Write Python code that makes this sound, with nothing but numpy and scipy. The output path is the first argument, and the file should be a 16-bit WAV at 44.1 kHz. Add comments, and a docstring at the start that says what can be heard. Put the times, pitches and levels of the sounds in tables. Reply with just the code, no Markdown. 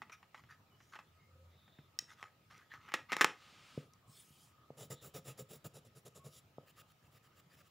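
"""Pencils rattle and clack in a box as one is picked out; an arm slides in, a hand lands, and shading begins.
Clacks, ticks and knocks are short forces that ring resonances of box, pencil and drawing board.
Scuffs and strokes are friction: random catches and noise, coloured and swept by the speed of each gesture.
Soft rubbing, wavering air and faint far-off tones fill a small quiet room, heard through one close microphone."""
import sys
import numpy as np
from scipy import signal
from scipy.fft import rfft, irfft, next_fast_len
from scipy.io import wavfile
from scipy.ndimage import uniform_filter1d

SR = 44100
rng = np.random.default_rng(int(sys.argv[2]) if len(sys.argv) > 2 else 0)


def unload_wav(signal):
    """Save mono or channel-first audio to the path in sys.argv[1] as 16-bit WAV at rate SR, clipped to [-1, 1]."""
    wavfile.write(
        sys.argv[1],
        SR,
        np.round(np.clip(np.atleast_2d(signal).T, -1, 1) * 32767).astype(np.int16),
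    )


N = 339570
TIME = np.arange(N) / SR

# All table levels are relative. Spectra are in dB per Hz.
# Still room air, also the colour of the side noise. Each row: frequency in Hz, level in dB per Hz.
AIR_SPECTRUM = [(25, 1), (55, -5), (95, 9.5), (150, 7), (230, -1.5), (600, -7.5), (1000, -10.5),
                (1500, -13), (3000, -14.5), (5500, -21.5), (8500, -30.5), (15000, -29)]
# Faint far-off tones. Each row: start in seconds, end in seconds, frequency in Hz, width in Hz, level in dB.
FAR_TONES = [(.708, 0.788, 2960, 25, -74.5), (1.06, 1.615, 85.6, 3.7, -65), (1.167, 1.31, 2130, 140, -77),
             (1.26, 1.5, 525, 39, -73), (1.49, 1.892, 3660, 440, -75), (4.004, 4.177, 1085, 115, -76.5),
             (4.498, 4.75, 1177, 230, -78), (4.92, 5.05, 3640, 590, -69), (6.144, 6.311, 1105, 25, -70.5)]
# Arm sliding in over cloth. Each row: start in seconds, end in seconds, level in dB.
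ARM_SLIDES = [(3.33, 3.88, -63)]
# Hand shifting over the paper. Each row: start in seconds, end in seconds, level in dB.
HAND_SLIDES = [(3.6, 3.9, -76), (4.06, 4.31, -63.5), (4.25, 4.54, -68)]
# Arm on cloth. Each row: frequency in Hz, level in dB per Hz.
CLOTH_SPECTRUM = [(300, -12), (800, -5), (1500, -4), (2800, -0.5), (5000, -7.5), (7000, -15.5), (9500, -20),
                  (15000, -40)]
# Hand on paper. Each row: frequency in Hz, level in dB per Hz.
SKIN_SPECTRUM = [(800, -14), (2200, -8), (3100, 5), (4300, -0.5), (5800, -0.5), (7500, 0), (9500, 1),
                 (11400, -1.5), (13500, -17), (15500, -3.5)]
# Pencils sliding on each other in the box. Each row: start in seconds, speeding up in seconds,
# slowing down in seconds, rattle level in dB, lacquer hiss level in dB.
SCUFFS = [(.118, 0.0063, 0.044, -53, -59), (.345, 0.05, 0.02, -62, -67.5), (.483, 0.032, 0.054, -63, -67.5),
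          (.78, 0.04, 0.33, -86, -71), (.92, 0.02, 0.046, -55.5, -70), (1.99, 0.023, 0.065, -65.5, -67),
          (2.065, 0.056, 0.035, -61.5, -60.5), (2.16, .051, .11, -65, -68.5),
          (2.497, 0.017, 0.19, -62, -68), (2.695, 0.041, 0.06, -56.5, -72), (2.77, 0.2, 0.066, -57, -77),
          (3.085, 0.026, 0.049, -51.5, -65), (3.15, 0.053, 0.022, -46, -59)]
# Rattle of a scuff. Each row: frequency in Hz, level in dB per Hz.
RATTLE_SPECTRUM = [(200, -31.5), (600, -16), (900, -5), (1300, -2.5), (1900, 1), (2900, -8.5), (4200, -14),
                   (8000, -35)]
# Lacquer hiss of a scuff. Each row: frequency in Hz, level in dB per Hz.
LACQUER_SPECTRUM = [(1500, -25), (3200, -1.5), (4400, -9), (5500, 2), (7200, -5.5), (8300, -12),
                    (11000, -11.5), (15000, -26)]
# Pencils clacking in the box. Each row: time in seconds, level in dB, clatter relative to the hit in dB.
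CLACKS = [(0.0187, -35.5, 11), (0.0971, -37, 4.5), (.123, -60, -1), (.803, -44, 9), (0.229, -38.5, 3),
          (0.345, -38, 11), (.438, -41, 1), (.936, -36.5, 3), (.955, -40.5, 17), (0.961, -37, 3),
          (0.9893, -37.5, 10.5), (1.679, -44, 4), (1.786, -45.5, 9.5), (2.228, -27.5, -7.5),
          (2.24, -33, -11), (2.51, -40.5, 3), (2.7384, -35.5, 5), (2.887, -39, 12), (2.92, -30.5, -1),
          (2.9396, -13.5, -2), (2.9425, -19.5, -2.5), (3.12, -18, 1), (3.1277, -20.5, 3),
          (3.1311, -20.5, 3.5), (3.167, -16, -12), (3.2106, -8.5, -5.5), (3.214, -8, 3), (3.221, -20, -2.5),
          (3.2452, -5, -12.5)]
# Pencils and box walls. Each row: frequency in Hz, width in Hz, level in dB.
BOX_MODES = [(872, 90, 4.5), (1120, 120, 7), (1380, 66, 1), (1530, 36, -4), (1880, 530, 10.5),
             (2083, 100, -29), (2460, 330, -0.5), (3020, 200, -4), (3540, 130, -10), (5106, 230, -2),
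             (6615, 230, -23.5), (11000, 11000, -20)]
# Box floor, reached mainly by hard hits. Each row: frequency in Hz, width in Hz, level in dB.
BOX_FLOOR_MODES = [(169, 13, 0), (211, 46, -5), (318, 93, -2), (390, 110, -1.5), (496, 100, -7)]
# One pencil ticking against another. Each row: time in seconds, level in dB.
TICKS = [(1.9888, -26.5), (2.011, -50), (2.579, -58), (3.935, -56)]
# A single pencil. Each row: frequency in Hz, width in Hz, level in dB.
PENCIL_MODES = [(1224, 34, -3.5), (1970, 84, 2), (2680, 130, -3), (3100, 51, 1), (4000, 227, 2.5),
                (5150, 540, -6), (5600, 400, 8.5), (6620, 230, 3.5), (8000, 500, -38), (9960, 170, -47)]
# Soft knocks of hand, box and pencil tip on the board. Each row: time in seconds, level in dB,
# contact time in seconds.
KNOCKS = [(1.788, -41, 0.0036), (2.024, -51, 0.0025), (3.246, -48, 0.01), (3.7763, -25, 0.0025),
          (4.094, -46.5, 0.0049), (4.305, -48, 0.0042), (4.704, -37.5, .0014), (6.583, -36, 0.0012)]
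# Drawing board, lowest mode first. Each row: frequency in Hz, width in Hz, level in dB.
BOARD_MODES = [(150.9, 26, 9.5), (242.4, 110, 0.5), (471, 225, 6), (625, 150, -6), (1215, 360, -15.5)]
# Pencil strokes. Each row: start in seconds, length in seconds, level in dB.
STROKES = [(4.765, 0.12, -60), (4.899, 0.061, -55.5), (5.008, 0.11, -63), (5.135, 0.079, -58.5),
           (5.241, 0.11, -60.5), (5.371, .074, -60.5), (5.485, 0.11, -61.5), (5.641, 0.049, -59.5),
           (5.734, 0.08, -65), (5.844, 0.054, -73), (5.949, 0.068, -68.5), (6.049, 0.053, -62.5),
           (6.145, 0.066, -65), (6.238, 0.072, -64), (6.291, 0.12, -64.5), (6.657, 0.063, -74),
           (6.753, 0.073, -69), (6.873, 0.057, -80), (7.005, 0.08, -83.5), (7.103, 0.088, -76),
           (7.219, 0.065, -79), (7.348, 0.067, -77), (7.488, 0.075, -77), (7.556, 0.071, -74.5),
           (7.628, 0.061, -81)]
# Grips: firm, easier, lifting off, light. 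Each row: start in seconds, share of a stroke spent speeding up,
# then levels relative to the stroke in dB: fine sizzle, lead squeak, pencil shaft, board.
GRIPS = [(4.7, .32, 4, -5, 1.5, 4.5), (5.71, .36, -8, -14, -2, 3.5), (6.29, .66, 0, 1, -19, -10.5),
         (6.6, 0.98, 7, -13, 12.5, -1.5)]
# Hiss of the sheet. Each row: frequency in Hz, width in Hz, level in dB.
PAPER_MODES = [(3120, 1150, -1), (3700, 580, 1.5), (4500, 380, -0.5), (5580, 480, 4.5), (7500, 1500, 3),
               (8730, 1100, -6), (9700, 1800, 2), (10650, 750, -10.5)]
# Fine sizzle. Each row: frequency in Hz, width in Hz, level in dB.
SIZZLE_MODES = [(15100, 1100, 0)]
# Squeak of the lead. Each row: frequency in Hz, width in Hz, level in dB.
LEAD_MODES = [(7300, 230, 0)]
# Pencil shaft under a stroke. Each row: frequency in Hz, level in dB per Hz.
SHAFT_SPECTRUM = [(900, -35), (1150, 3), (1450, -1.5), (1800, 3), (2350, -4.5), (2800, 1.5), (3700, -13),
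                  (5000, -8), (9000, -33)]
# Board under a stroke. Each row: frequency in Hz, level in dB per Hz.
BOARD_SPECTRUM = [(70, -26), (140, 11.5), (200, -10), (300, -11), (460, 0.5), (600, -4), (800, -13),
                  (960, -17.5), (2000, -30.5)]
# Microphone port. Each row: frequency in Hz, width in Hz, level in dB.
PORT_MODES = [(1258, 47.6, 10), (7200, 320, -2), (15170, 2700, -3)]

AIR_DB, HISS_DB = -69.5, -86
SIDE_NOISE_ABOVE_HZ = 650  # less bass in the side noise
SLIDE_ATTACK_S, SLIDE_RELEASE_S = 0.094, 0.097
CLACK_BRIGHT_HZ, CLACK_FULL_DB, CLACK_DB_PER_OCTAVE = 6800, -14, 9.5  # hits below the full level are duller
USUAL_STROKE_S, LONG_STROKE_LAG = 0.0743, 0.577  # longer strokes peak relatively later, by this power
JAB_DB = 2  # extra shake of pencil and board per halving of stroke length
NUDGE_DB, NUDGE_CONTACT_S = 12, 0.0049  # the braking hand nudges the board; dB over the stroke's board level
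NUDGE_AT = 0.503  # share of the slowing down passed by then
ROOM_T60_S, CUTOFF_HZ = 0.24, 15700


def from_db(db):
    """Decibels to gain."""
    return np.exp(np.asarray(db) * (np.log(10) / 20))


def rms_one(x):
    """Scale to rms 1."""
    return x / np.sqrt(np.mean(x ** 2) + 1e-20)


def highpass(x, order, cut_hz):
    """Butterworth bass cut."""
    return signal.sosfilt(signal.butter(order, cut_hz, "high", fs=SR, output="sos"), x)


def lowpass(x, cut_hz):
    """First-order treble cut."""
    return signal.sosfilt(signal.butter(1, cut_hz, fs=SR, output="sos"), x)


def coloured(x, spectrum):
    """Shape a steady sound by a spectrum, interpolated over log frequency; rms 1."""
    hz, db = np.transpose(spectrum)
    size = next_fast_len(N)
    bins_hz = np.arange(size // 2 + 1) * SR / size + 1  # +1 avoids log(0)
    gain = from_db(np.interp(np.log(bins_hz), np.log(hz), db))
    return rms_one(irfft(rfft(x, size) * gain, size)[:N])


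def resonate(x, modes):
    """Parallel two-pole resonances."""
    out = 0
    for hz, width_hz, db in modes:
        r = np.exp(-np.pi * width_hz / SR)
        poles = [1, -2 * r * np.cos(2 * np.pi * hz / SR), r * r]
        ringing = signal.lfilter([1, 0, -1], poles, x + 1e-18)
        out = out + from_db(db) * (1 - r * r) / 2 * ringing
    return out


def strike(force, modes):
    """A body rings under a force; a unit click peaks at 1."""
    response = resonate(signal.unit_impulse(SR // 2), modes)
    return signal.oaconvolve(force, response / np.abs(response).max())[:N]


def bend(force, slowness, order):
    """Bending waves in wood disperse: an all-pass chain delays the lows behind the treble."""
    return signal.sosfilt([[-slowness, 1, 0, 1, -slowness, 0]] * order, force + 1e-18)


def burst(decay_s):
    """A dying spray of tiny contacts; unit energy."""
    age_s = TIME[:SR // 20]
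    spray = rng.standard_normal(len(age_s)) * np.exp(-age_s / decay_s)
    return spray / np.linalg.norm(spray)


def add(track, start_s, piece):
    """Mix a piece in at a time."""
    start = max(round(start_s * SR), 0)
    track[start:start + len(piece)] += piece[:N - start]


def friction(per_s, spread_db):
    """Countless small catches and slips of uneven size; rms 1."""
    caught = rng.random(N) < per_s / SR
    sign = rng.choice([-1, 1], N)
    size = from_db(spread_db * np.minimum(rng.exponential(1, N), 4))
    return rms_one(caught * sign * size)


def drift(per_s):
    """Smooth chance; rms 1."""
    knots = rng.standard_normal(8000)
    return rms_one(np.interp(TIME * per_s, np.arange(len(knots)), knots))


def patchy(x, depth_db, size=512):
    """Let patches about 60 ms long and 400 Hz wide swell and fade by chance; rms 1."""
    frames = signal.stft(x, nperseg=size)[2]
    across_hz = uniform_filter1d(rng.standard_normal(frames.shape), size=5, axis=0)
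    patches = uniform_filter1d(across_hz, size=10, axis=1)
    swelling = frames * from_db(depth_db * rms_one(patches))
    return rms_one(signal.istft(swelling, nperseg=size)[1][:N])


def rustle(x, modes, wander_db):
    """Steep resonances whose strengths wander as the contact point moves; rms 1."""
    out = 0
    for hz, width_hz, db in modes:
        band = [(hz, width_hz * np.sqrt(2), 0)]  # widened, as two passes narrow it
        out = out + from_db(db + wander_db * drift(25)) * resonate(resonate(x, band), band)
    return rms_one(out)


def slides(rows):
    """Gain of steady slides: each gets under way, holds and comes to rest."""
    gain = np.zeros(N)
    for start_s, end_s, db in rows:
        attack = np.clip((TIME - start_s) / SLIDE_ATTACK_S, 0, 1)
        release = np.clip((end_s - TIME) / SLIDE_RELEASE_S, 0, 1)
        gain += from_db(db) * attack * release
    return gain


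def gesture(start_s, rise_s, fall_s):
    """One sweep of the hand, as samples and loudness; pressure eases off as it slows toward the turn."""
    span = slice(max(int(start_s * SR), 0), int((start_s + rise_s + fall_s) * SR))
    age_s = TIME[span] - start_s
    speed = np.sin(np.pi / 2 * np.interp(age_s, [0, rise_s, rise_s + fall_s], [0, 1, 0]))
    pressure = np.where(age_s < rise_s, 1, speed)
    return span, speed * pressure


def sweeps(rows):
    """One gain curve per dB column of a table of gestures."""
    gains = np.zeros((len(rows[0]) - 3, N))
    for start_s, rise_s, fall_s, *levels_db in rows:
        span, loudness = gesture(start_s, rise_s, fall_s)
        gains[:, span] += from_db(levels_db)[:, None] * loudness
    return gains


def strokes():
    """Strokes under their grips: start, rise and fall in s; hiss, sizzle, squeak, shaft and board in dB."""
    rows = []
    for start_s, length_s, db in STROKES:
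        grip = [row for row in GRIPS if row[0] <= start_s][-1]
        _, share, sizzle_db, squeak_db, shaft_db, board_db = grip
        stretch = length_s / USUAL_STROKE_S
        rise_s = length_s * np.clip(share * stretch ** LONG_STROKE_LAG, .1, .8)
        shaken_db = db - JAB_DB * np.log2(stretch)
        rows.append((start_s, rise_s, length_s - rise_s, db, db + sizzle_db, db + squeak_db,
                     shaken_db + shaft_db, shaken_db + board_db))
    return rows


def background():
    """Wavering room air, with faint, blurred tones swelling and fading far away."""
    out = from_db(AIR_DB) * patchy(coloured(rng.standard_normal(N), AIR_SPECTRUM), depth_db=2.44)
    for start_s, end_s, hz, width_hz, db in FAR_TONES:
        progress = np.interp(TIME, [start_s, end_s], [0, 1])
        swell = np.sqrt(np.abs(np.sin(np.pi * progress)))
        band = [(hz, width_hz, 0)]
        tone = rms_one(resonate(resonate(rng.standard_normal(N), band), band))
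        out += from_db(db) * swell * tone
    return out


def rubbing(arm_db=-1.0, hand_db=0.0):
    """Arm and hand slide softly, their colour shifting with the patch of contact."""
    cloth = patchy(coloured(rng.standard_normal(N), CLOTH_SPECTRUM), depth_db=0.5)
    skin = patchy(coloured(rng.standard_normal(N), SKIN_SPECTRUM), depth_db=4.4)
    return from_db(arm_db) * slides(ARM_SLIDES) * cloth + from_db(hand_db) * slides(HAND_SLIDES) * skin


def scuffs(rattle_db=-0.5, hiss_db=-6.5, patchy_db=5.0):
    """Sliding pencils judder on their edges while their lacquer hisses."""
    rattle_gain, hiss_gain = sweeps(SCUFFS)
    judder = patchy(coloured(friction(per_s=990, spread_db=-2.0), RATTLE_SPECTRUM), patchy_db)
    hiss = patchy(coloured(friction(per_s=6600, spread_db=4.5), LACQUER_SPECTRUM), patchy_db)
    return from_db(rattle_db) * rattle_gain * judder + from_db(hiss_db) * hiss_gain * hiss


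def clacks(crack_s=0.0021, crack_db=-4.5, clatter_s=0.0096, clack_db=-0.5, floor_db=-18.5, hard_hit_db=-31.0):
    """Each hit cracks and briefly jostles the neighbouring pencils; hard ones also thump the box floor."""
    force, heavy = np.zeros(N), np.zeros(N)
    for time_s, db, clatter_db in CLACKS:
        octaves_duller = min(db - CLACK_FULL_DB, 0) / CLACK_DB_PER_OCTAVE  # negative
        hit = signal.unit_impulse(SR // 20)
        hit = hit + from_db(crack_db) * burst(crack_s) + from_db(clatter_db) * burst(clatter_s)
        hit = from_db(db + clack_db) * lowpass(hit, CLACK_BRIGHT_HZ * 2 ** octaves_duller)
        add(force, time_s, hit)
        add(heavy, time_s, hit / (1 + from_db(hard_hit_db - db)))  # soft threshold
    box = strike(bend(force, slowness=0.31, order=4), BOX_MODES)
    box_floor = from_db(floor_db) * strike(heavy, BOX_FLOOR_MODES)
    return highpass(box + box_floor, 4, 130)  # a small box radiates little bass


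def ticks(buzz_db=6.5, buzz_s=0.0016):
    """Hard contacts buzz for an instant and ring one pencil's bending modes."""
    force = np.zeros(N)
    for time_s, db in TICKS:
        contact = signal.unit_impulse(SR // 20) + from_db(buzz_db) * burst(buzz_s)
        add(force, time_s, from_db(db) * contact)
    return strike(bend(force, slowness=0.53, order=18), PENCIL_MODES)


def knocks(knock_db=4.5):
    """A soft contact is a smooth push: the longer it lasts, the duller the board answers."""
    force = np.zeros(N)
    nudges = []
    for start_s, rise_s, fall_s, *_, board_db in strokes():
        nudges.append((start_s + rise_s + NUDGE_AT * fall_s, board_db + NUDGE_DB, NUDGE_CONTACT_S))
    for time_s, db, contact_s in list(KNOCKS) + nudges:
        push = np.sin(np.pi * np.minimum(TIME[:SR // 20] / contact_s, 1)) ** 2
        add(force, time_s, from_db(db + knock_db) * push / np.sqrt(push.sum() * 10))
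    return highpass(strike(force, BOARD_MODES), 2, 70)


def boom(boom_db=-3.0):
    """The strokes keep the board's lowest mode humming; it rings on across each turn."""
    push, lowest = rng.standard_normal(N), BOARD_MODES[:1]
    board_gain = sweeps(strokes())[-1]
    return from_db(boom_db) * resonate(board_gain * push, lowest) / np.std(resonate(push, lowest))


def shading(hiss_db=1.5, sizzle_db=-10.0, squeak_db=-6.0, shaft_db=-6.0, board_db=4.5, tooth_db=1.0):
    """The paper's grain catches the lead and shakes sheet, lead, pencil and board."""
    hiss_gain, sizzle_gain, squeak_gain, shaft_gain, board_gain = sweeps(strokes())
    grain = friction(per_s=9800, spread_db=1.0)
    hiss = patchy(rustle(grain, PAPER_MODES, wander_db=1.1), depth_db=1.4)
    sizzle = rustle(grain, SIZZLE_MODES, wander_db=3.0)
    squeak = rustle(rng.standard_normal(N), LEAD_MODES, wander_db=-7.0)
    shaft = patchy(coloured(friction(per_s=5000, spread_db=0.0), SHAFT_SPECTRUM), depth_db=4.5)
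    board = coloured(friction(per_s=900, spread_db=1.5), BOARD_SPECTRUM)  # only the bigger catches
    out = from_db(hiss_db) * hiss_gain * hiss
    out += from_db(sizzle_db) * sizzle_gain * sizzle
    out += from_db(squeak_db) * squeak_gain * squeak
    out += from_db(shaft_db) * shaft_gain * shaft
    out += from_db(board_db) * board_gain * board
    return out * from_db(tooth_db * drift(250))  # coarser fibres make the scratch uneven


def room(x, wall_cut_hz=6000, build_s=0.014):
    """Diffuse reflections build up quickly and die away, dulled by the furnishings."""
    age_s = TIME[:SR // 2]
    decay = from_db(-60 * age_s / ROOM_T60_S)
    tail = rng.standard_normal(len(age_s)) * decay * (1 - np.exp(-age_s / build_s))
    return signal.oaconvolve(x, lowpass(tail / np.linalg.norm(tail), wall_cut_hz))[:N]


def scene(box_room_db=-12.5, tick_room_db=-15.0, board_room_db=-14.5, room_width_db=-25.0, side_noise_db=-3.0):
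    """The box lies farther off than the board, so it sends more to the room; room and faint noise have width."""
    box = clacks() + scuffs()
    tick = ticks()
    board = shading() + boom() + knocks()
    sent = from_db(box_room_db) * box + from_db(tick_room_db) * tick + from_db(board_room_db) * board
    mid = box + tick + board + room(sent) + rubbing() + background()
    side_noise = highpass(coloured(rng.standard_normal(N), AIR_SPECTRUM), 1, SIDE_NOISE_ABOVE_HZ)
    side = from_db(room_width_db) * room(sent) + from_db(AIR_DB + side_noise_db) * side_noise
    electronic_hiss = from_db(HISS_DB) * rng.standard_normal((2, N))
    return np.stack([mid + side, mid - side]) + electronic_hiss


def record(dry):
    """The microphone port rings a little; deep bass and the top are cut."""
    voiced = highpass(dry + resonate(dry, PORT_MODES), 2, 60)
    top_cut = signal.ellip(10, .3, 70, CUTOFF_HZ, fs=SR, output="sos")
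    return signal.sosfilt(top_cut, voiced)


dry = scene()
out = record(dry)
unload_wav(out)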